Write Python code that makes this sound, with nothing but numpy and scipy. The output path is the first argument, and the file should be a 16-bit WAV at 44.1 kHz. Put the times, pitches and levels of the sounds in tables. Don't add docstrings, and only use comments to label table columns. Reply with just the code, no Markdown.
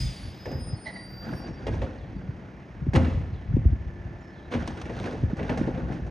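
import sys
import numpy as np
from scipy import signal
from scipy.fft import rfft, irfft, next_fast_len
from scipy.io import wavfile

SR = 44100
rng = np.random.default_rng(int(sys.argv[2]) if len(sys.argv) > 2 else 0)


def unload_audio(sound):
    columns = np.transpose(np.atleast_2d(sound))
    steps = np.round(np.clip(columns, -1, 1) * 32767)
    wavfile.write(sys.argv[1], SR, steps.astype(np.int16))


N = 269010
TIME_S = np.arange(N) / SR
FFT_SIZE = next_fast_len(N + 8192)
BINS_HZ = np.fft.rfftfreq(FFT_SIZE, 1 / SR)

# start_s, length_s, start_hz, target_hz, level_db
CHIRPS = [(2.148, .055, 4950, 4490, -68), (4.205, .018, 6900, 7050, -70), (4.217, .045, 6000, 5120, -68.5),
          (4.265, .06, 5220, 5180, -71), (4.42, .06, 3980, 3830, -67.5)]
# start_s, level_db
CHEEPS = [(.61, -67.5), (1.973, -65.5), (3.323, -64.5), (4.329, -66)]
# age_s, pitch_hz
CHEEP_SHAPE = [(0, 3850), (.011, 4420), (.026, 3750), (.042, 3400), (.054, 3500), (.085, 3000)]
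# freq_hz, density_db
WIND_COLOUR = [(20, -29), (35, -11), (52, 2.5), (85, -1), (130, -2), (200, -13.5), (350, -31.5), (800, -86),
               (4000, -110)]
# centre_s, half_width_s, level_db
GUSTS = [(0.049, 0.052, -26), (.26, 0.063, -40), (.62, 0.13, -39.5), (1.431, 0.32, -43.5),
         (1.76, 0.056, -30), (2.179, 0.18, -40), (2.85, 0.098, -33), (3.19, 0.23, -33), (3.4, 0.044, -41),
         (3.64, 0.13, -23), (4.04, 0.16, -40.5), (4.63, 0.13, -36), (4.96, 0.113, -41),
         (5.25, 0.062, -29.5), (5.85, 0.57, -34.5)]
# start_s, level_db, pitch_hz
BUFFETS = [(0.05, -28.5, 71), (0.548, -24.5, 99), (0.729, -20, 124), (1.828, -21.5, 85.4),
           (2.162, -26.5, 210), (2.287, -23.5, 125), (2.819, -22, 148), (2.867, -21, 267),
           (2.88, -14.5, 121), (2.959, -16.5, 143), (3.061, -23.5, 257), (3.08, -20.5, 259),
           (3.143, -16.5, 79.5), (3.17, -16, 102), (3.325, -22, 92), (3.482, -20, 77), (3.538, -11, 127),
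           (3.567, -12.5, 266), (3.654, -10.5, 75), (3.716, -13.5, 77.3), (3.86, -25.5, 69.6),
           (4.049, -30.5, 111), (5.234, -20.5, 320), (5.234, -16.5, 107.4), (5.331, -17.5, 220),
           (5.611, -17.5, 263), (5.688, -18.5, 347), (5.997, -25.5, 240)]
# freq_hz, density_db
IDLE_COLOUR = [(20, -15.5), (45, -11.5), (75, -1), (150, -3), (230, -4), (330, -5), (430, -11.5),
               (700, -12.5), (1150, -19.5), (1800, -17), (2600, -25.5), (4000, -35.5), (5400, -37),
               (6500, -39.5), (9000, -58.5), (15000, -63.5)]
# pitch_hz, level_db
IDLE_HUMS = [(75, -71.5), (140, -59), (188, -53.5), (581, -67), (1933, -99), (2137, -86.5)]
# pitch_ratio, gain_db
PUMP_ORDERS = [(1, 0), (2, -13), (2.5, -15), (5, -6)]
# time_s, gain_db
PUMP_LOAD = [(2.8, -20), (3.2, -6), (3.65, -3.5), (4, 2), (4.4, 0.5), (4.7, -1.5), (6.1, -3)]
# freq_hz, density_db
AIR_COLOUR = [(500, -17), (1100, -12.5), (2100, -0.5), (2900, -2), (3500, 1.5), (4200, -2.5), (4700, 3),
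              (5300, -2.5), (6700, -1), (8700, -9), (10200, -12), (12000, -23), (15500, -19.5)]
# start_s, hold_s, pitch_hz, level_db, rasp_gain_db
SQUAWKS = [(.85, .022, 2030, -44.5, 3.5), (.943, .012, 2010, -46, -1.5)]
# pitch_ratio, gain_db
SQUAWK_MODES = [(1, 0), (2, -19)]
# pitch_ratio, width_hz, gain_db
SQUAWK_RASP = [(1, 300, -1.5), (.94, 650, -5), (.37, 520, -2.5), (2.02, 500, -12), (1.9, 3800, -11.5)]
# start_s, rise_s, hold_s, pitch_hz, glide_hz_per_s, hold_end_db, flutter_db
SQUEALS = [ (-.03, .02, .04, 5005, -400, -36, .5), (.045, .02, .03, 4975, -900, -44, 2),
           (-.02, .03, .1, 3480, 0, -53, 3), (.11, .02, .04, 4830, -2200, -48.5, 4),
           (.45, .03, .07, 4610, 0, -65, 3), (.1, .05, .14, 10195, 0, -62, 3),
           (.15, .02, .13, 4590, 0, -54.5, 4), (.22, .02, .12, 5053, 0, -61, 2),
           (.24, .15, .2, 13150, 0, -72, 2), (.38, .03, .23, 5050, 0, -49.5, 1.4),
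           (.58, .09, .02, 9095, 0, -53, 2), (.655, .03, .06, 5050, 0, -47, .5),
           (.72, .02, .05, 4450, 0, -61, 1), (.75, .02, .14, 9105, 0, -59, 2),
           (.8, .02, .11, 5052, 0, -61, 3), (.82, .02, .12, 4555, 200, -60, 2),
           (.84, .05, .16, 9205, 230, -62, 3), (.925, .03, .29, 4672, 30, -48, 1.1),
           (.98, .04, .33, 4930, 230, -67, 3), (1, .03, .2, 5330, 0, -72, 3),
           (1.02, .1, .1, 14550, 0, -72, 2), (1.07, .1, .22, 13187, 0, -72, 2),
           (1.29, .02, .15, 4690, 150, -54, 2.2), (1.29, .06, .04, 9075, 0, -70, 1),
           (1.315, .02, .08, 5460, 450, -58, 1.2), (1.43, .02, .1, 5505, 0, -63.5, 2),
           (1.5, .03, .07, 4725, 0, -65, 2)]
# start_s, rise_s, hold_s, t60_s, level_db
CRACKLES = [(4.84, .17, .09, .55, -54)]
# freq_hz, density_db
CRACKLE_COLOUR = [(500, -23), (1200, 21), (1900, 6), (3500, 9.5), (6500, -1.5), (9500, -17), (15000, -26)]
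# start_s, rise_s, hold_s, t60_s, level_db, tilt_db_per_octave
RATTLES = [(0.472, 0.036, 0.028, 1.18, -40, -1.5), (1.192, 0.081, 0.086, 1.43, -36, 0.5),
           (1.587, 0.13, 0.13, 0.61, -38, 1), (1.997, 0.15, 0.37, 0.39, -50.5, -1.5),
           (2.936, 0.02, 0.016, 0.54, -24.5, -1.5), (4.497, 0.039, 0.096, 1.43, -34.5, 1.5),
           (4.78, 0.27, 0.023, 1.74, -38.5, 1.45), (5.348, 0.16, 0.03, 0.41, -33, 0),
           (5.561, 0.02, 0.33, 1, -37, -1)]
# freq_hz, density_db
RATTLE_COLOUR = [(30, -32), (70, -6), (130, 6), (240, 0), (330, 3), (420, -12), (560, -8), (800, -7.5),
                 (1100, -17), (1500, -13), (2000, -21.5), (3000, -27), (6500, -38), (9500, -53.5),
                 (15000, -64)]
# pitch_hz, gain_db, t60_s
HOPPER_MODES = [(84.1, 2, 1), (108, 1.5, 0.35), (147, -1, 0.29), (237, -2, 0.27)]
# start_s, level_db, tilt_db_per_octave
JOLTS = [(1.685, -34, 2.5), (2.962, -19.5, -6), (4.548, -35.5, 10)]
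# pitch_hz, gain_db, t60_s
BODY_MODES = [(247, 0, .36), (301, -7, .25), (440, -9, .14), (479, -7, .16), (528, -2, .22),
              (705, -16, .15), (793, -15, .2), (904, -18, .15), (1104, -19, .25), (1933, -20, .25),
              (2128, -21, .22), (2413, -22, .2), (2625, -22, .25), (2824, -24, .25)]
# pitch_hz, gain_db, t60_s
CLACK_MODES = [(490, 1, .09), (790, -2.5, .07), (1740, -4, .06), (1900, -7, .06), (2230, -6, .05),
               (2550, -9, .04)]
# start_s, level_db, boom_db, bright_db, chatter_t60_s, ring_db, clack_db, clack_pitch_ratio
KNOCKS = [(.456, -39.5, 3, -6.5, 0.35, -22, 2, 1), (.514, -42, 12, 2, .05, -8, -6, 1.1),
          (1.666, -28.5, 0.5, -10, 0.11, -20, -9, .95), (1.681, -39.5, 12, -4, 0.09, 2, 5, 1.1),
          (1.817, -34, 2.5, -10.5, 0.21, -20, -3.5, 1.03), (2.934, -33.5, 2.5, -1.5, 0.25, -1, 2.5, 0.96),
          (2.951, -24, -13, -7.5, 0.066, -19.5, -10.5, 1.15),
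          (2.956, -18, -7.5, -7.5, 0.1, -12, -8.5, 1.03), (2.962, -36, 6.5, -9.5, 0.071, 14, 12, .67),
          (3.046, -34.5, -12, -14, 0.75, 1.5, -5, 1.6), (3.564, -48.5, 4.5, -14, 0.032, 7, -6, 1.05),
          (4.516, -32.5, -5, -14, 0.21, -22, -10, 0.64), (4.524, -40.5, -5, -1, 0.097, -4, 3, 1.57),
          (4.537, -24.5, -13.5, -16.5, 0.17, -13, -8, 0.9), (4.675, -27.5, -12, 3, 0.016, -19, -14, 0.6),
          (4.679, -39, -5.5, -10.5, 0.14, -22, -1.5, 1.68), (4.773, -36.5, -6, -2, 0.015, -22, -8.5, 1.3),
          (4.814, -31, -16, -2, 0.032, -22, -10, 1.5), (4.856, -41, -19, -8.5, 0.12, -8, 2, 1.04),
          (4.896, -39, 9, -9, 0.12, -11, 1.5, 1.1), (4.966, -38.5, -7.5, -8.5, 0.62, -14, -7, 1.6),
          (5.041, -36, -6.5, -7, .047, -15, -7.5, 1.4), (5.055, -36, -0.5, -8, 0.32, -13, -4.5, 1.1),
          (5.123, -44.5, 9.5, -2, 0.21, 6.5, 3, 1), (5.298, -42.5, 8, -12.5, .08, -14, -1.5, .8),
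          (5.367, -45, -2, -1, 0.18, 3, -7, 1.1), (5.392, -33.5, 1, -17, 0.2, -4.5, -0.5, .88),
          (5.428, -33.5, -4, -14.5, 0.19, -13, -3, .92), (5.494, -27, 0, -13.5, 0.19, -2, -1.5, 1.04),
          (5.574, -35, -1, -1, 0.18, -9, 2, .95), (5.612, -48.5, 1, -8, 0.072, 14.5, 7, 1),
          (5.671, -42, 14.5, -5, .08, -12, -1, .97), (5.747, -43.5, -2, -11, 0.063, -7, -2, 1.1),
          (5.774, -43.5, 4, -13, 0.23, 5, -7.5, .9), (5.839, -57, 16, -18, .06, 15.5, -10, 1.7),
          (5.921, -40, -15, -5.5, 0.33, -17, -1, 0.92), (6.064, -48.5, 7.5, -1, .1, 1, -10, 1)]
# freq_hz, density_db
KNOCK_COLOUR = [(40, -17.5), (90, 13.5), (240, 10.5), (500, 14), (800, 4), (1300, -2), (2200, -4),
                (4000, -8.5), (6500, -9.5), (9500, -28.5), (15000, -43.5)]
# freq_hz, t60_s
STREET_T60 = [(100, 0.5), (500, 1), (2000, 1), (5000, 1), (12000, 0.6)]
# freq_hz, coherence
PORT_COHERENCE = [(50, .96), (150, .94), (500, .95), (900, .9), (1150, .55), (1350, .15), (1700, .5),
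                  (2100, .95), (4000, .98), (15000, .96)]
# freq_hz, left_lead_rad
PORT_PHASE = [(50, .05), (600, .15), (1100, 0), (1300, .6), (1430, 2.3), (1650, .9), (1850, .8), (2050, .1),
              (2400, .4), (3300, .6), (5000, .35), (6800, .1), (8500, -.1), (9150, -.9), (10200, -2.3),
              (13150, 1.2), (14500, 0)]
# freq_hz, left_over_right_db
PORT_BALANCE = [(60, 0.5), (1100, 1.1), (1450, -8), (1950, -3.5), (2500, 0.5)]
# freq_hz, gain_db
MIC_COLOUR = [(20, 2), (7000, -2.5), (7250, -13), (7450, -10.5), (7700, -13.5), (8000, 0.5), (10100, 5),
              (10900, -29.5), (12100, -2.5), (12700, 1)]


def gain_of(db):
    return 10 ** (np.asarray(db) / 20)


def unit_rms(x):
    return x / np.sqrt(np.mean(x ** 2) + 1e-20)


def lookup(table, hz):
    freq_hz, value = np.transpose(table)
    return np.interp(np.log(hz + 1), np.log(freq_hz + 1), value)


def add(mix, start_s, sound):
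    part = mix[max(round(start_s * SR), 0):][:len(sound)]
    part += sound[:len(part)]


def filtered(x, response):
    return irfft(rfft(x, FFT_SIZE) * response, FFT_SIZE)[..., :N]


def coloured(x, colour):
    return unit_rms(filtered(x, gain_of(lookup(colour, BINS_HZ))))


def drift(cutoff_hz):
    return unit_rms(filtered(rng.standard_normal(N), 1 / (1 + (BINS_HZ / cutoff_hz) ** 4)))


def tone(hz):
    return np.sqrt(2) * np.sin(2 * np.pi * (np.cumsum(hz) / SR + rng.random()))


def envelope(start_s, rise_s, hold_s, t60_s):
    age_s = TIME_S - start_s
    return np.clip(age_s / rise_s, 0, 1) * gain_of(-60 * np.maximum(age_s - rise_s - hold_s, 0) / t60_s)


def causal(db):
    log_gain = np.log(gain_of(np.r_[db, db[-2:0:-1]]))
    return np.fft.ifft(np.exp(np.conj(signal.hilbert(log_gain)))).real


def ringing(modes, t, ratio=1):
    return sum(gain_of(db - 60 * t / t60_s) * rng.choice([-1, 1]) * np.sin(2 * np.pi * hz * ratio * t)
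               for hz, db, t60_s in modes)


def street(x, echoes_per_s=2500, gap_s=.012):
    taps = rng.standard_normal(SR) * (rng.random(SR) < echoes_per_s / SR) * (TIME_S[:SR] > gap_s)
    hz, t, spectra = signal.stft(taps, SR, nperseg=256)
    decay = gain_of(-60 * t / lookup(STREET_T60, hz)[:, None])
    tail = signal.istft(spectra * decay, SR, nperseg=256)[1]
    return signal.fftconvolve(x, tail / np.linalg.norm(tail))[:N]


def ports(x):
    spectra = signal.stft(x, SR, nperseg=512)[2]
    scrambled = spectra * np.exp(2j * np.pi * rng.random(spectra.shape))
    diffuse = signal.istft(scrambled, SR, nperseg=512)[1][:N]
    coherence = lookup(PORT_COHERENCE, BINS_HZ)
    to_left = np.exp(.5j * lookup(PORT_PHASE, BINS_HZ)) * gain_of(lookup(PORT_BALANCE, BINS_HZ) / 2)
    mid = filtered(x, np.sqrt((1 + coherence) / 2))
    side = filtered(diffuse, np.sqrt(1 - coherence))
    return np.array([filtered(mid + side, to_left), filtered(mid - side, 1 / to_left)])


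def birds(second_voice_ratio=1.16, second_voice_db=-6, flutter_db=2.5):
    out = np.zeros(N)
    for start_s, length_s, start_hz, target_hz, db in CHIRPS:
        n = round(length_s * SR)
        hz = target_hz + (start_hz - target_hz) * np.exp(-2.5 * np.linspace(0, 1, n))
        add(out, start_s, gain_of(db) * signal.windows.tukey(n, .5) * tone(hz))
    warble = 1 + .02 * drift(300)
    flutter = unit_rms(gain_of(flutter_db * drift(90)))
    n = round(CHEEP_SHAPE[-1][0] * SR)
    for start_s, db in CHEEPS:
        span = round(start_s * SR) + np.arange(n)
        hz = np.interp(TIME_S[:n], *np.transpose(CHEEP_SHAPE)) * warble[span]
        voices = tone(hz) + gain_of(second_voice_db) * tone(second_voice_ratio * hz)
        add(out, start_s, gain_of(db) * signal.windows.tukey(n, .25) * flutter[span] * voices)
    return out


def eddy(hz, rise_cycles=.95, sag=.28):
    age = TIME_S[:SR // 6] * hz / rise_cycles
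    phase_cycles = 1.269 * rise_cycles * np.log1p(sag * age) / sag
    return (age * np.exp(1 - age)) ** 2 * np.sin(2 * np.pi * phase_cycles)


def wind(breeze_db=-55, lump_db=2, eddy_gain_db=-5, eddy_hz=230, eddy_count=70):
    gusts = sum(gain_of(db) * np.exp(-((TIME_S - centre_s) / half_width_s) ** 2)
                for centre_s, half_width_s, db in GUSTS)
    turbulence = coloured(rng.standard_normal(N) * gain_of(lump_db * drift(25)), WIND_COLOUR)
    for place, size, octave in rng.random((eddy_count, 3)):
        swirl = eddy(eddy_hz * 2 ** (octave - .5))
        add(turbulence, place * TIME_S[-1], 2 * size * gain_of(eddy_gain_db) * swirl)
    out = (gain_of(breeze_db) + gusts) * turbulence
    for start_s, db, hz in BUFFETS:
        add(out, start_s, gain_of(db) * eddy(hz))
    return out


def engine(level_db=-45.5, firing_hz=34.5, waver=.0067):
    firing = 1 + .1 * tone(firing_hz * (1 + .04 * drift(10)))
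    wash = coloured(firing * rng.standard_normal(N), IDLE_COLOUR) * gain_of(level_db + .5 * drift(22))
    hums = sum(gain_of(db + 2 * drift(1.5)) * tone(hz * (1 + waver * drift(9.8))) for hz, db in IDLE_HUMS)
    return wash + hums


def pump(pitch_hz=349, waver=.0015, base_db=-55.5, flutter_db=1):
    hz = pitch_hz * (1 + waver * drift(7.1))
    load = gain_of(np.interp(TIME_S, *np.transpose(PUMP_LOAD)))
    return load * sum(gain_of(base_db + db + flutter_db * drift(7.5)) * tone(ratio * hz)
                      for ratio, db in PUMP_ORDERS)


def air(level_db=-41, split_hz=5030, low_t60_s=2.1, treble_t60_s=.7):
    jet = gain_of(level_db) * coloured(rng.standard_normal(N), AIR_COLOUR)
    low = filtered(jet, 1 / (1 + (BINS_HZ / split_hz) ** 4))
    return low * gain_of(-60 * TIME_S / low_t60_s) + (jet - low) * gain_of(-60 * TIME_S / treble_t60_s)


def squawk(rise_s=.018, sag_hz=100, sag_s=.035, waver_hz=14, throb_db=2):
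    out = np.zeros(N)
    for start_s, hold_s, top_hz, level_db, rasp_db in SQUAWKS:
        age_s = np.maximum(TIME_S - start_s, 0)
        hz = top_hz - sag_hz * (1 - np.exp(-age_s / sag_s)) + waver_hz * drift(120)
        note = sum(gain_of(db) * tone(ratio * hz) for ratio, db in SQUAWK_MODES)
        note *= gain_of(throb_db * drift(60))
        rasp = sum(gain_of(db) * tone(np.full(N, ratio * top_hz)) * drift(width_hz / 2)
                   for ratio, width_hz, db in SQUAWK_RASP)
        out += gain_of(level_db) * envelope(start_s, rise_s, hold_s, t60_s=.3) * note
        out += gain_of(level_db + rasp_db) * envelope(start_s, rise_s, hold_s, t60_s=.17) * rasp
    return out


def brakes(t60_s=.17, swell_db=2.5, waver_hz=6):
    out = np.zeros(N)
    for start_s, rise_s, hold_s, pitch_hz, glide_hz_per_s, hold_end_db, flutter_db in SQUEALS:
        length_s = rise_s + hold_s
        age_s = np.clip(TIME_S - start_s, 0, length_s)
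        level_db = hold_end_db - swell_db * (1 - age_s / length_s) + flutter_db * drift(41)
        hz = pitch_hz + glide_hz_per_s * age_s + waver_hz * drift(80)
        out += envelope(start_s, rise_s, hold_s, t60_s) * gain_of(level_db) * tone(hz)
    return out


def crackle(snaps_per_s=450, spread_db=4, snap_s=.0005, clump_db=3.5):
    sizes = gain_of(spread_db * np.minimum(rng.exponential(1, N), 4))
    impulses = sizes * (rng.random(N) < snaps_per_s / SR)
    snaps = signal.lfilter([1], [1, -np.exp(-1 / (snap_s * SR))], impulses) * rng.standard_normal(N)
    sound = coloured(snaps * gain_of(clump_db * drift(35)), CRACKLE_COLOUR)
    return sound * sum(gain_of(db) * envelope(*timing_s) for *timing_s, db in CRACKLES)


def contacts(pieces=26, hits_per_s_at_1khz=170, spread_db=3.2, decay_cycles=2.5):
    t, out = TIME_S[:SR // 20], np.zeros(N)
    for hz in np.geomspace(130, 9000, pieces) * rng.uniform(.95, 1.05, pieces):
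        count = round(hits_per_s_at_1khz * np.sqrt(hz / 1000) * N / SR)
        onsets = rng.integers(0, N, count)
        sizes = gain_of(spread_db * np.minimum(rng.exponential(1, count), 4))
        hits = np.zeros(N)
        hits[onsets] = sizes * rng.choice([-1, 1], count)
        ring = np.exp(-t * hz / decay_cycles) * np.cos(2 * np.pi * hz * t)
        out += np.sqrt(hz) * unit_rms(signal.oaconvolve(hits, ring)[:N])
    return unit_rms(out)


def rattle(scrape_gain=.5, clump_db=2, hollow_db=-8):
    t = TIME_S[:SR // 3]
    clatter = (contacts() + scrape_gain * rng.standard_normal(N)) * gain_of(clump_db * drift(15))
    ring = sum(gain_of(db - 60 * t / t60_s) * np.sin(2 * np.pi * hz * t) for hz, db, t60_s in BODY_MODES)
    hollow = unit_rms(signal.fftconvolve(clatter, ring)[:N])
    sound = coloured(clatter, RATTLE_COLOUR) + gain_of(hollow_db) * hollow
    octaves = np.log2(np.clip(BINS_HZ, 150, 8000) / 550)
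    return sum(envelope(*timing_s) * filtered(sound, gain_of(db + tilt * octaves))
               for *timing_s, db, tilt in RATTLES)


def hopper(rise_s=.0073, waver=.0277):
    out = np.zeros(N)
    for hz, mode_db, t60_s in HOPPER_MODES:
        panel = gain_of(mode_db) * tone(hz * (1 + waver * drift(30))) / np.sqrt(2)
        octaves = np.log2(hz / HOPPER_MODES[0][0])
        for start_s, db, tilt in JOLTS:
            out += gain_of(db + tilt * octaves) * envelope(start_s, rise_s, 0, t60_s) * panel
    return out


def knocks(crack_db=1, crack_s=.006, grit_db=3, chatter_rise_s=.0015, boom_rise_s=.0056, boom_t60_ratio=.92):
    out, t = np.zeros(N), TIME_S[:SR // 2]
    hz = np.fft.rfftfreq(4096, 1 / SR)
    bass_share = 1 / (1 + (hz / 850) ** 4)
    treble_share = 1 / (1 + (4000 / (hz + 1)) ** 6)
    colour_db = lookup(KNOCK_COLOUR, hz)
    colour_db -= 10 * np.log10(np.mean(gain_of(2 * colour_db) * (1 - bass_share)))
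    crack = gain_of(crack_db) * np.exp(-t / crack_s)
    for start_s, db, boom_db, bright_db, t60_s, ring_db, clack_db, clack_ratio in KNOCKS:
        hiss, grit, rumble = rng.standard_normal((3, len(t)))
        chatter_shape = (1 - np.exp(-t / chatter_rise_s)) * (gain_of(-60 * t / t60_s) + crack) / 2
        chatter = unit_rms(hiss * gain_of(grit_db * grit)) * chatter_shape
        boom = rumble * (1 - np.exp(-t / boom_rise_s)) * gain_of(-60 * t / (t60_s * boom_t60_ratio))
        top_db = colour_db + 10 * np.log10(1 - bass_share + 1e-6) + bright_db * treble_share
        low_db = colour_db + 10 * np.log10(bass_share) + boom_db
        blow = signal.fftconvolve(chatter, causal(top_db)) + signal.fftconvolve(boom, causal(low_db))
        ring = gain_of(ring_db) * ringing(BODY_MODES, t)
        clack = gain_of(clack_db) * ringing(CLACK_MODES, t, clack_ratio)
        add(out, start_s, gain_of(db) * (blow[:len(t)] + ring + clack))
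    return out


def scene(knock_wet_db=-11, squeal_wet_db=-12, bird_wet_db=-4):
    blows = knocks() + crackle()
    squeals = brakes() + squawk()
    chirps = birds()
    echoes = street(gain_of(knock_wet_db) * blows + gain_of(squeal_wet_db) * squeals
                    + gain_of(bird_wet_db) * chirps)
    mix = blows + hopper() + squeals + chirps + echoes + air() + engine() + pump() + rattle() + wind()
    return ports(mix)


def record(dry, fade_s=.004, low_cut_hz=33, high_cut_hz=15700):
    fades = np.clip(np.minimum(TIME_S, TIME_S[-1] - TIME_S) / fade_s, 0, 1)
    response = gain_of(lookup(MIC_COLOUR, BINS_HZ)) / np.sqrt(1 + (low_cut_hz / (BINS_HZ + 1)) ** 6)
    low_pass = signal.firwin(511, high_cut_hz, window=("kaiser", 9), fs=SR)
    return signal.oaconvolve(filtered(dry * fades, response), low_pass[None], "same")


dry = scene()
out = record(dry)
unload_audio(out)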